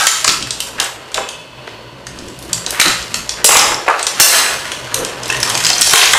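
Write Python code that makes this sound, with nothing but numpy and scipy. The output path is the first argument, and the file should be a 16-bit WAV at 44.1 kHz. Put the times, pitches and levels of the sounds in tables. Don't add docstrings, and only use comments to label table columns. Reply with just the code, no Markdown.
import sys
import numpy as np
from scipy import signal
from scipy.fft import rfft, irfft
from scipy.io import wavfile
from scipy.ndimage import uniform_filter1d

SR = 44100
rng = np.random.default_rng(int(sys.argv[2]) if len(sys.argv) > 2 else 0)


def field_ratio(decibels):
    return 10 ** (np.asarray(decibels, dtype=float) / 20)


def dump(signal):
    limited = np.clip(np.atleast_2d(signal).T, -1, 1)
    pcm = np.round(limited * 32767).astype(np.int16)
    wavfile.write(sys.argv[1], SR, pcm)


N = 272626


def rms_one(x):
    return x / np.sqrt(np.mean(x ** 2) + 1e-20)


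def in_time(rows):
    s, *columns = np.transpose(rows)
    return [np.interp(np.arange(N) / SR, s, column) for column in columns]


def at_hz(points, hz):
    points_hz, values = np.transpose(points)
    return np.interp(np.log(hz), np.log(points_hz), values)


def drift(rate):
    r = np.exp(-80 * np.pi * rate / SR)
    slow = signal.lfilter([1], [1, -2 * r, r * r], rng.standard_normal(N // 40 + 2002))[2000:]
    return np.interp(np.arange(N) / 40, np.arange(len(slow)), rms_one(slow))


def add(track, s, sound):
    i = round(s * SR)
    track[i:i + len(sound)] += sound[:N - i]


def ring(clicks, hz, t60):
    r, w = field_ratio(-60 / (t60 * SR)), 2 * np.pi * hz / SR
    return signal.lfilter([0, np.sin(w)], [1, -2 * r * np.cos(w), r * r], clicks + 1e-18)


def response(hz, t60, delay):
    r, w = field_ratio(-60 / (t60 * SR))[:, None], 2 * np.pi * hz[:, None] / SR
    return delay / (1 - 2 * r * np.cos(w) * delay + (r * delay) ** 2)


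def blow(own_hz, modes_hz, modes_db, cycles, chatter_s, own_db, size=1800):
    touch = (chatter_s * SR * np.sort(rng.random(20)) ** 1.4).astype(int)
    touch -= touch[0]
    fading = field_ratio(-17.0 * touch / (chatter_s * SR))
    scattered_hz = modes_hz * (1 + 0.024 * rng.standard_normal(len(modes_hz)))
    hz = np.minimum(np.append(scattered_hz, own_hz), .45 * SR)
    turn = -2j * np.pi * np.fft.rfftfreq(size)
    strengths = fading * rng.standard_normal((len(hz), 20))
    clicks = strengths @ np.exp(np.outer(touch, turn))
    soft_start = response(hz, cycles / hz / 2, np.exp(turn))
    modes = clicks * soft_start * response(hz, cycles / hz, np.exp(turn))
    modes /= np.linalg.norm(modes, axis=1, keepdims=True)
    out = irfft(field_ratio(np.append(modes_db, own_db)) @ modes, size)
    return out / np.abs(out).max()


def small_hits(rows, low_hz, high_hz, cycles, chatter_s, own_db):
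    out, modes_hz = np.zeros(N), np.geomspace(low_hz, high_hz, 14)
    for s, peak_db, hz in rows:
        near_db = -7.0 * np.abs(np.log2(modes_hz / hz))
        add(out, s - .0004, field_ratio(peak_db) * blow(hz, modes_hz, near_db, cycles, chatter_s, own_db, size=900))
    return out


def ringing(s, strength_db, modes, spread_db):
    luck, out = rng.standard_normal((len(s), len(modes))), np.zeros(N)
    for k, (hz, level_db, t60) in enumerate(modes):
        clicks = np.zeros(N)
        clicks[(s * SR).astype(int)] = field_ratio(strength_db + level_db + spread_db * luck[:, k])
        out += ring(clicks, hz, t60)
    return out


def drags(strokes):
    out = np.zeros(N)
    for s, length, db, hz in strokes:
        rub = rng.standard_normal(round(3 * length * SR))
        stroke = np.exp(-((np.arange(len(rub)) / SR / length - 1.5) / 0.49) ** 2)
        add(out, s - length, field_ratio(db) * stroke * rms_one(ring(rub, hz, 0.021)))
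    return out


def shaped(spectrum, bands, size):
    hz = np.maximum(np.fft.rfftfreq(size, 1 / SR), 1)
    humps_db = sum(db / (1 + (2 * (hz - centre) / width) ** 2) for centre, width, db in bands)
    return irfft(rfft(rng.standard_normal(size)) * field_ratio(at_hz(spectrum, hz) + humps_db), size)


# frequency in Hz, level in dB per Hz.
AIR = [(15, -40), (25, -15), (59, -5), (148, -3.5), (178, -11.5), (209, -1), (359, 0), (445, -1.5),
       (614, 0.5), (782, -16), (3000, -7.5), (3930, -14), (15500, -37)]
# centre in Hz, width in Hz, gain in dB.
AIR_BANDS = [(564, 55, 1), (986, 260, 16.5), (1500, 100, 8), (2840, 100, 4.5), (3000, 78, 3),
             (4400, 170, 11.5)]
# time in seconds, level in dB.
STREET = [
    (0.0, -48.5),
    (3.8, -48),
    (3.92, -55),
    (4.1, -52),
    (4.3, -38),
    (4.75, -44),
    (6.04, -40),
    (6.18, -46),
]
# time in seconds, level in dB.
MOTOR_LOAD = [(0, -48), (.31, -39), (.91, -46), (1.6, -46), (1.95, -39), (2.38, -35), (2.8, -33),
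              (3.1, -38.5), (3.39, -44), (3.6, -27), (3.85, -55), (4.2, -39.5), (4.61, -42.5),
              (4.89, -40.5), (5.16, -40.5), (5.56, -34.5), (5.82, -35), (6.18, -33)]
MOTOR_HZ = (59.2, 121, 173)


def background():
    (noise_db,), (load_db,) = in_time(STREET), in_time(MOTOR_LOAD)
    mean_db = load_db.mean()
    noise = rms_one(shaped(AIR, AIR_BANDS, N)) * field_ratio(noise_db + 10.5 + 2.0 * drift(1.1))
    murmur = signal.sosfilt(signal.butter(2, [150.0, 650.0], "band", fs=SR, output="sos"), noise)
    out = noise + murmur * (field_ratio(1.3 * drift(14.0) + 0.3 * (load_db - mean_db)) - 1)
    turn = 2 * np.pi * np.cumsum(1 + 0.0597 * drift(8.87)) / SR
    orders_db, load_shares = (-7.5, -2, -9), (1, 0.98, 1.35)
    for hz, db, share in zip(MOTOR_HZ, orders_db, load_shares):
        order_db = mean_db + db + share * (load_db - mean_db) + 5.4 * drift(7.6)
        out += field_ratio(order_db) * np.sin(hz * turn)
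    return out


# start in seconds, hold in seconds, level in dB,
# place along the pole from 0 at the butt to 3 at the sleeve.
SHAKES = [(0.0, 0.036, -20, 2.8), (0.001, 0.02, -19, -1), (0.267, 0.049, -11, 3.5), (0.6, 0.073, -19.5, 3),
          (0.8, 0.035, -10.5, 1.46), (2.035, 0.04, -31, -4), (2.51, 0.24, -23, 1.4), (2.692, 0.062, -20, 3),
          (2.739, 0.11, -12, 1.5), (2.851, 0.0068, -6, 1.8), (2.971, 0.02, -14, 2.5),
          (1.675, 0.015, -22, 2.1), (3.39, 0.057, -16.5, 1.4), (3.5, 0.11, 1.5, 1.0),
          (3.57, 0.042, -20, 2.9), (3.82, .23, -22, 2.5), (4.078, .06, -17, 6), (4.234, 0.16, 6, 1.5),
          (4.33, 0.038, 4, 1.2), (4.37, 0.072, -2, 7.4), (4.62, 0.036, -17.5, 1.4), (4.919, 0.16, -16, 1.1),
          (5.38, 0.033, -13, 3.2), (5.469, 0.047, -13, 1), (5.6, 0.055, -14, 1.5), (5.72, 0.046, -4, -2.5),
          (5.83, 0.064, 3, 3), (5.98, 0.048, 8, 2.5), (6.061, 0.013, 1, 3.5), (6.16, .03, -3, 2),
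          (3.45, 0.079, 11, 6), (3.52, 0.082, 6, 4), (3.495, 0.069, 7.5, 2), (2.805, 0.034, -5.5, 0.8),
          (3.55, .1, -4.5, -0.5), (.82, 0.027, -21, 6)]
# time in seconds, effort in dB, gain in dB per part towards the sleeve.
HANDLING = [(0, -20.5, 13.5), (.5, -29.5, 0.5), (1.0, -30, -3), (1.4, -34.5, 0.5), (1.75, -43.5, -9),
            (2.1, -34, -1), (2.451, -38.5, 7.5), (3.1, -27, 2), (3.7, -25.5, -5), (4.4, -18.5, 4),
            (4.85, -26, 0.5), (5.2, -24, -2.5), (5.599, -18.5, 5.5), (5.95, -12, 2), (6.18, -29, 18.5)]


def looseness(place):
    rise_db_s, fall_db_s, loss_db_per_part = 520, 256, 13
    t = np.arange(0, N + 64, 64) / SR
    s, held, db, at = np.transpose(SHAKES)[:, :, None]
    shakes_db = db - rise_db_s * np.maximum(s - t, 0) - fall_db_s * np.maximum(t - s - held, 0)
    when, effort_db, lean_db = np.transpose(HANDLING)
    hands_db = np.interp(t, when, effort_db + lean_db * (place - 1.5))
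    power = field_ratio(2 * hands_db) + field_ratio(2 * (shakes_db - loss_db_per_part * np.abs(place - at))).sum(axis=0)
    return np.interp(np.arange(N) / SR, t, np.sqrt(power))


# frequency in Hz, level in dB a mode.
RATTLE_COLOUR = [(330, -14), (520, -15), (1150, -9.5), (2800, -8), (7500, -13), (11000, -18), (15500, -33)]
PART_HZ = (520, 1150, 2800, 7500)


def rattle(per_s, cycles, uneven_db, count):
    sizes = field_ratio(uneven_db * np.minimum(rng.exponential(1, N), 4)) * rng.choice([-1, 1], N)
    ticks = sizes * (rng.random(N) < per_s * field_ratio(4.0 * drift(25)) / SR)
    out = np.zeros(N)
    for hz in np.geomspace(330, 15000, count):
        woken = rng.random(N) < .3
        place = np.interp(np.log(hz), np.log(PART_HZ), np.arange(4))
        soft_start = ring(ticks * woken, hz, cycles / hz / 2)
        mode = rms_one(ring(soft_start, hz, cycles / hz))
        out += mode * looseness(place) * field_ratio(at_hz(RATTLE_COLOUR, hz))
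    return out


# frequency in Hz, t60 in seconds.
ROOM_T60 = [(200, 0.55), (1000, 0.49), (4000, 0.4), (14000, 0.37)]
# delay in seconds, level in dB.
ECHOES = [(.0065, -20), (0.02, -26), (0.029, -22), (0.047, -17.5)]


def room(x, tail_db=-0.5):
    t, tail = np.arange(SR) / SR, np.zeros(SR)
    edges = 150 * 2 ** np.arange(0, 7.1, .5)
    for low, high in zip(edges, edges[1:]):
        band_pass = signal.butter(2, [low, high], "band", fs=SR, output="sos")
        band = signal.sosfilt(band_pass, rng.standard_normal(SR))
        tail += band * field_ratio(-60 * t / at_hz(ROOM_T60, np.sqrt(low * high)))
    tail *= np.clip(t / 0.012, 0, 1)
    tail *= field_ratio(tail_db) / np.sqrt(np.sum(tail ** 2))
    tail[0] = 1
    for s, level_db in ECHOES:
        tail[round(s * SR)] += field_ratio(level_db)
    return signal.fftconvolve(x, tail)


def moving_room(x, count=5):
    step, out = N // (count - 1) + 1, np.zeros(N)
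    for k in range(count):
        span = np.arange(max(k - 1, 0) * step, min((k + 1) * step, N))
        fade = (1 - np.abs(span / step - k)) ** .5
        add(out, span[0] / SR, room(x[span] * fade))
    return out


def earlier():
    modes_hz = np.geomspace(900, 14000, 36)
    colour_db = at_hz(RATTLE_COLOUR, modes_hz)
    hit = blow(1620.0, modes_hz, colour_db, cycles=13.8, chatter_s=.008, own_db=-3.0)
    out = np.zeros(N)
    add(out, 0, field_ratio(10) * room(hit)[round(.03 * SR):])
    return out


# start in seconds, peak in dB, strongest ring in Hz,
# lows in dB re peak, highs in dB re peak.
KNOCKS = [(0.0686, 13, 6800, -10.5, -10), (0.2445, 2.5, 6900, -15, -31), (0.2778, 8, 4960, -9, -22),
          (0.8001, 0, 3000, -33, -11), (2.799, 11.5, 4100, -6, -11), (2.8569, 2, 4260, 0, -14),
          (2.8809, 0.5, 3950, -19, -31), (3.1427, -1, 4300, -7.5, -12), (3.4438, 30.5, 7900, -34, 1.5),
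          (3.5684, 18.5, 6150, -32, -7), (3.5918, 11, 6300, -40, -22), (4.0679, 1, 5800, -24, -14),
          (4.1994, 37, 6200, -8.5, 5), (4.9434, 0, 6900, -31, -2), (5.43, 1.5, 5550, -11, -9),
          (5.4994, -1, 5360, -23, -10), (5.5524, 0.5, 2520, -20, -45), (5.6484, 1, 4770, -33, -15),
          (5.6663, 2.5, 5860, -17, -21), (5.7019, 2, 5260, -31, -34), (5.8175, 11, 5760, -22, -5),
          (5.9347, 24.5, 3400, -13, -1), (5.9582, 16.5, 2680, -10, -1), (6.134, 12, 3380, -3.5, -26)]
# start in seconds, peak in dB, strongest ring in Hz,
# highs in dB re peak.
TAPS = [(0.2938, -15, 4760, -15), (0.4252, -11, 3450, -43), (0.507, -4, 4200, -22), (0.604, -4, 3180, -2),
        (1.144, -4, 3470, -19), (1.289, -11.5, 3180, -12), (2.1884, -21.5, 5840, -30), (2.39, -21, 5770, 4),
        (2.4257, -22, 4700, 4), (2.5308, -1, 7400, -10), (2.6638, -4.5, 4040, -29), (2.7067, -8, 9200, 4),
        (3.026, -14.5, 4530, -50), (3.2933, -2.5, 3590, -37), (3.743, -20, 5360, -35),
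        (4.029, -2.5, 8500, -25), (5.2324, -12.5, 5240, -15), (5.2577, -14, 4060, -12),
        (5.281, -14, 5460, 8), (5.302, -6.5, 3100, -24), (5.367, -12.5, 6070, -19), (5.402, -11, 5900, -9),
        (5.5755, -4.5, 2530, -14), (5.604, -9, 2600, -30), (5.731, -7, 4400, -25), (5.7827, -7, 6080, -31),
        (6.101, -12, 3130, -27)]
# start in seconds, peak in dB, strongest ring in Hz,
# lows in dB re peak.
BUMPS = [(0.4718, -12, 4400, -2), (0.823, -26, 3180, -4), (1.118, -21, 2980, -2), (1.173, -12, 3470, -8),
         (2.0683, -17, 6360, -8), (2.2838, -24, 8240, -19), (3.4016, -31, 3380, -2), (3.884, -13, 2840, 3),
         (3.994, -7.5, 3620, 0), (4.173, -19, 6480, 14), (4.654, -13, 2770, 3), (4.7184, -5, 3540, -9.5),
         (4.874, -22, 2600, 6), (5.049, -5, 2730, -10.5), (5.3257, -10.5, 3000, -19)]


def contacts():
    tap_lows_db, bump_highs_db = -37, -11
    taps = [(s, db, hz, tap_lows_db, high_db) for s, db, hz, high_db in TAPS]
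    bumps = [(*bump, bump_highs_db) for bump in BUMPS]
    return KNOCKS + taps + bumps


# start in seconds, peak in dB, strongest ring in Hz, # lows
# in dB re peak, highs in dB re peak.
MORE_KNOCKS = [
    (0.829, -20, 3180, -13, -28),
    (0.8438, -15.5, 3100, -19, -25),
    (1.161, -18, 3600, -1, -20),
    (2.8142, 8, 4070, -4, -7),
    (3.9005, -10, 2570, 6, -31),
    (4.219, 7, 8050, -17, -14),
    (5.639, -10, 5560, -20, -32),
    (5.9734, -7, 4250, -16, -12),
]


def knocks():
    out, modes_hz = np.zeros(N), np.geomspace(1300, 15500, 36)
    for s, peak_db, hz, low_db, high_db in contacts() + MORE_KNOCKS:
        tilt = at_hz([(1800, low_db - 0.5), (3200, -9.0), (8000, -4.5), (12000, high_db - 7.5),
                      (15500, high_db - 30.0)], modes_hz)
        sound = blow(hz, modes_hz, tilt, cycles=15, chatter_s=.008, own_db=-1)
        add(out, s - .0004, field_ratio(peak_db) * sound)
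    return out


# frequency in Hz, level in dB, t60 in seconds.
SLEEVE = [(4160, -46, .15), (5120, -46, .2), (6300, -44, .15), (6550, -46, .55), (7300, -46, .55),
          (7644, -45, .3), (7900, -44, .15), (8393, -46, .2), (9400, -50, .45), (11500, -50, .2),
          (12500, -50, .4)]


def sleeves():
    s, peak_db = np.transpose(contacts())[:2]
    return ringing(s, np.minimum(peak_db, 14), SLEEVE, spread_db=5)


# start in seconds, peak in dB, ring in Hz, lows in dB re peak.
THUDS = [(0.077, -6.5, 1730, -31), (0.248, -8.5, 1620, -45), (0.292, -6.5, 1200, -39),
         (0.806, -14, 1970, -17), (0.825, -14, 1880, -6), (1.152, -20, 930, -13), (1.181, -7, 960, -12),
         (2.673, -20, 1500, -17), (2.725, -16, 1360, 2), (2.855, -10, 1270, -15), (3.149, -23, 1410, -30),
         (3.445, 11, 1500, -1.5), (3.492, 16, 1040, -29), (3.716, -26.5, 1120, -33),
         (3.864, -15, 1040, -26), (3.881, 1.5, 1323, -19), (4.07, -13.5, 1500, -38), (4.2, 15, 1340, -2.5),
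         (4.265, 2, 1930, -16), (4.656, -27.5, 1880, -10), (4.943, -25, 493, -13), (5.222, -25, 404, 2),
         (5.3, -13, 1780, -19), (5.552, -11.5, 1710, -15), (5.705, -9.5, 846, -34), (5.874, -13, 450, 2),
         (5.936, 10.5, 1120, -10.5), (6.028, -1, 570, -22), (6.134, -4, 1440, -24.5)]


def thuds():
    out, modes_hz = np.zeros(N), np.geomspace(320, 2600, 20)
    for s, peak_db, hz, low_db in THUDS:
        tilt = at_hz([(330, low_db - 6.0), (550, low_db - 1.5), (1000, -5.0), (1600, -12.0),
                      (2600, -10.0)], modes_hz)
        sound = blow(hz, modes_hz, tilt, cycles=7, chatter_s=.012, own_db=-2)
        add(out, s - .0015, field_ratio(peak_db) * sound)
    return out


# start in seconds, peak in dB, ring in Hz.
RESTRIKES = [(.0775, 5, 6500), (.2845, 4, 4200), (.2915, 6, 5000), (.2965, 3, 3460), (.3035, -9, 6460),
             (2.86, -5, 5500), (2.883, -3, 6300), (2.823, 2, 7000), (3.0275, -20, 6000), (3.081, -20, 5000),
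             (3.452, 27, 7800), (3.465, 16, 8200), (3.475, 19, 7000), (3.49, 23, 7670), (3.52, 20, 7520),
             (3.545, 12, 6700), (4.222, 6, 7800), (4.265, 6, 9340), (4.37, 11, 9300), (4.425, -4, 8500),
             (4.478, -17, 3440), (5.6395, -7, 5500), (5.4345, -12, 5470), (5.404, -12, 9800),
             (.627, -12, 5000)]


def restrikes():
    return small_hits(RESTRIKES, 2380.0, 16300.0, cycles=15.0, chatter_s=.003, own_db=10.5)


# start in seconds, level in dB.
TUBE_HITS = [
    (.279, -34),
    (1.172, -31),
    (4.945, -40),
]
# frequency in Hz, level in dB, t60 in seconds.
TUBE = [(1445, -10, .6), (1949, -8, .5), (2595, -2, 1.7), (2612, -10, 1.2), (3020, -3, 1.3),
        (3040, -10, 1.0), (3429, -5, 1.6), (3452, -9, 1.2)]


def tube():
    return ringing(*np.transpose(TUBE_HITS), TUBE, spread_db=1.0) * field_ratio(3.1 * drift(53.0))


# start in seconds, level in dB.
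PUSHES = [
    (0.29, -18),
    (2.87, -28),
    (3.502, -12),
    (4.202, -23),
]


def pushes(hz=180.0, t60=0.022):
    return ringing(*np.transpose(PUSHES), [(hz, 0, t60), (1.6 * hz, -1.5, t60)], spread_db=0)


# start in seconds, length in seconds,
# level in dB, ring in Hz.
CREAKS = [(.35, 0.13, -32.5, 306), (0.72, 0.14, -37.5, 256), (2.2, 0.12, -42, 540), (2.12, 0.25, -33, 283),
          (2.36, 0.15, -42.5, 730), (3.1, 0.14, -34, 220), (2.5, 0.12, -37.5, 1000),
          (2.84, 0.066, -19, 337), (3.45, 0.32, -26.5, 334), (2.6, 0.13, -39, 410), (2.4, 0.14, -37, 310),
          (2.2, 0.15, -36, 360), (5.95, 0.074, -28, 520)]


def creaks():
    return drags(CREAKS)


# start in seconds, peak in dB, ring in Hz.
TICKS = [(.8225, -15, 6550), (.8285, -20, 7800), (.844, -8, 8000), (3.457, 4, 7500), (3.495, 5, 2600),
         (3.548, -8, 1890), (3.572, 4, 3840), (3.595, 12.5, 5200), (3.745, -9, 5270), (4.24, -10, 6200),
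         (4.288, 9, 6250), (4.33, 7, 7940), (4.35, 7, 3170), (4.389, 7, 7500), (4.403, -1, 4140),
         (4.445, -8, 8000), (4.462, -2, 2660), (5.291, -13, 5700), (5.345, -12, 2750), (5.413, -10, 5800),
         (5.494, -11, 9400), (5.547, -8, 5030), (5.581, -13, 8500), (5.654, 0, 4970), (5.674, -5, 7900),
         (5.69, -3, 4520), (5.739, -5, 4400), (5.8118, 4, 8600), (5.828, 11.5, 5700), (5.845, -1, 6460),
         (5.862, -1, 5700), (5.896, 2, 5850), (5.951, 13, 2200), (6.03, 6, 2280), (6.057, 7, 6660),
         (6.102, -6, 5480)]


def ticks():
    return small_hits(TICKS, 2000.0, 15000.0, cycles=22.0, chatter_s=0.0049, own_db=12.5)


# start in seconds, length in seconds, level in dB, ring in Hz.
SKIDS = [
    (1.15, 0.064, -29.5, 655),
    (4.953, 0.1, -25, 503),
]


def skids():
    return drags(SKIDS)


def near_tick():
    out, modes_hz = np.zeros(N), np.geomspace(500, 1500, 8)
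    tick = blow(1980, modes_hz, 0 * modes_hz, cycles=7, chatter_s=.006, own_db=6)
    add(out, 1.6765, field_ratio(-12) * tick)
    return out


# start in seconds, peak in dB, frequency in Hz.
PINGS = [(2.069, -22, 6470), (2.799, 4, 2300), (2.803, 4, 6240), (2.812, 1, 3870), (3.744, -10, 5400),
         (2.858, -5, 4220), (2.882, -12, 4140), (3.445, 10, 3000), (3.452, 20, 7500), (3.461, 20, 7250),
         (3.57, 6, 6220), (4.028, -9, 8250), (4.2, 21.5, 2800), (4.203, 12, 6300), (5.3, -7.5, 2650),
         (5.324, -12, 1845), (5.43, -3, 5380), (5.649, -7, 5030), (5.703, -3, 5100), (5.732, -7, 4260),
         (5.782, -4, 6140)]


def pings(cycles=60.0):
    out = np.zeros(N)
    for s, peak_db, hz in PINGS:
        click = np.eye(1, 3000)[0]
        note = ring(ring(click, hz, cycles / hz), hz, cycles / hz / 5)
        add(out, s, field_ratio(peak_db) * note / np.abs(note).max())
    return out


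# start in seconds, level in dB.
END_HITS = [
    (2.53, -45),
    (5.299, -21),
    (5.323, -23),
    (5.429, -26),
]
# frequency in Hz, level in dB, t60 in seconds.
END = [(1000, -8, .12), (1460, -12, .2), (1800, -6, .06), (1870, -6, .06), (2660, -6, .05)]


def free_end():
    return ringing(*np.transpose(END_HITS), END, spread_db=2.0)


# start in seconds, peak in dB, ring in Hz.
CLINKS = [(5.3005, -9, 1780), (5.325, -16, 1850), (5.333, -14, 2940), (5.348, -10.5, 1860),
          (5.372, -14, 1890), (2.812, 11, 4030), (2.826, 1, 3880), (2.861, 1, 4180), (2.884, -7, 3900),
          (2.92, -11, 3800), (5.99, 6, 2460), (6.015, 7.5, 2720), (6.045, 1, 2380), (6.075, 1, 2600)]


def clinks():
    return small_hits(CLINKS, 1547.0, 6300.0, cycles=38.0, chatter_s=0.004, own_db=10.5)


# start in seconds, peak in dB, ring in Hz.
SLAPS = [(3.51, 8, 1210), (3.535, -2, 1500), (3.55, 4, 1010), (3.6, 3, 1300), (3.72, -6.5, 1180),
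         (3.8845, 3.5, 1290), (3.895, -2.5, 970), (3.91, -4, 1240), (3.94, -6, 1500), (6.15, 0.5, 1020),
         (6.168, -7, 1500), (6.14, 3.5, 1890), (6.158, -6, 840), (6.176, -11, 1110), (2.86, -15, 594),
         (2.872, -8, 1110), (2.886, -19, 700), (2.9, -14, 1020), (3.525, 2.5, 900), (3.57, 5, 1090),
         (3.63, -10, 990)]


def slaps():
    return small_hits(SLAPS, 512.0, 2580.0, cycles=18.0, chatter_s=0.00764, own_db=7.5)


# time in seconds, level in dB.
JANGLE = [
    (4.19, -61),
    (4.215, -7),
    (4.3, 4),
    (4.39, -1),
    (4.5, -34),
    (4.75, -40),
    (4.9, -97),
]
# frequency in Hz, level in dB, t60 in seconds.
JANGLE_MODES = [(2800, -7, 0.0068), (4090, -2, 0.013), (5100, -2.5, 0.0028), (6340, -3, 0.017),
                (7920, -1.5, 0.013), (9200, -4, .008), (10900, -11, .03), (12800, -13, .02),
                (14400, -20, .03)]


def jangle(per_s=1300.0):
    level_db, = in_time(JANGLE)
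    impacts = rng.standard_normal(N) * (rng.random(N) < per_s / SR)
    out = np.zeros(N)
    for k, (hz, db, t60) in enumerate(JANGLE_MODES):
        own_impacts = np.roll(impacts, 997 * k)
        out += field_ratio(db) * rms_one(ring(own_impacts, hz, t60))
    return field_ratio(level_db) * out


def small_clatter():
    hits = ticks() + restrikes() + slaps() + clinks()
    return room(hits + field_ratio(-6.0) * jangle() + pings(), tail_db=-5.5)[:N]


def scene():
    loose_joints = field_ratio(-13.0) * rattle(per_s=600.0, cycles=21.0, uneven_db=2.0, count=40)
    poles = knocks() + thuds() + sleeves() + loose_joints
    poles = signal.sosfilt(signal.butter(6, 360.0, "high", fs=SR, output="sos"), poles)
    in_room = moving_room(poles + free_end() + skids() + pushes())
    sound = in_room + tube() + earlier() + near_tick() + background() + small_clatter() + creaks()
    return np.array([sound, sound])


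def top_cut(x):
    return signal.sosfilt(signal.butter(12, 15810, fs=SR, output="sos"), x)


def record(dry, limit_db=-6.5, ratio=.68, release_db_s=110.0):
    dip_hz, dip_width_hz, dip_share = 2260, 150, 0.38
    dip = signal.iirpeak(dip_hz, dip_hz / dip_width_hz, SR)
    dry = dry - dip_share * signal.lfilter(*dip, dry)
    level = 10 * np.log10(uniform_filter1d(dry[0] ** 2, size=221, origin=110) + 1e-9)
    ramp = release_db_s * np.arange(N) / SR
    held = np.maximum.accumulate(level + ramp) - ramp
    duck = signal.lfilter([.008], [1, -.992], -ratio * np.maximum(held - limit_db, 0))
    loud = np.clip(dry * field_ratio(duck), -1, 1)
    low_pass = signal.cheby2(12, 40, 15900, fs=SR, output="sos")
    mix = np.clip(signal.sosfilt(low_pass, loud), -1, 1)
    return top_cut(mix)


dry = scene()
out = record(dry)
dump(out)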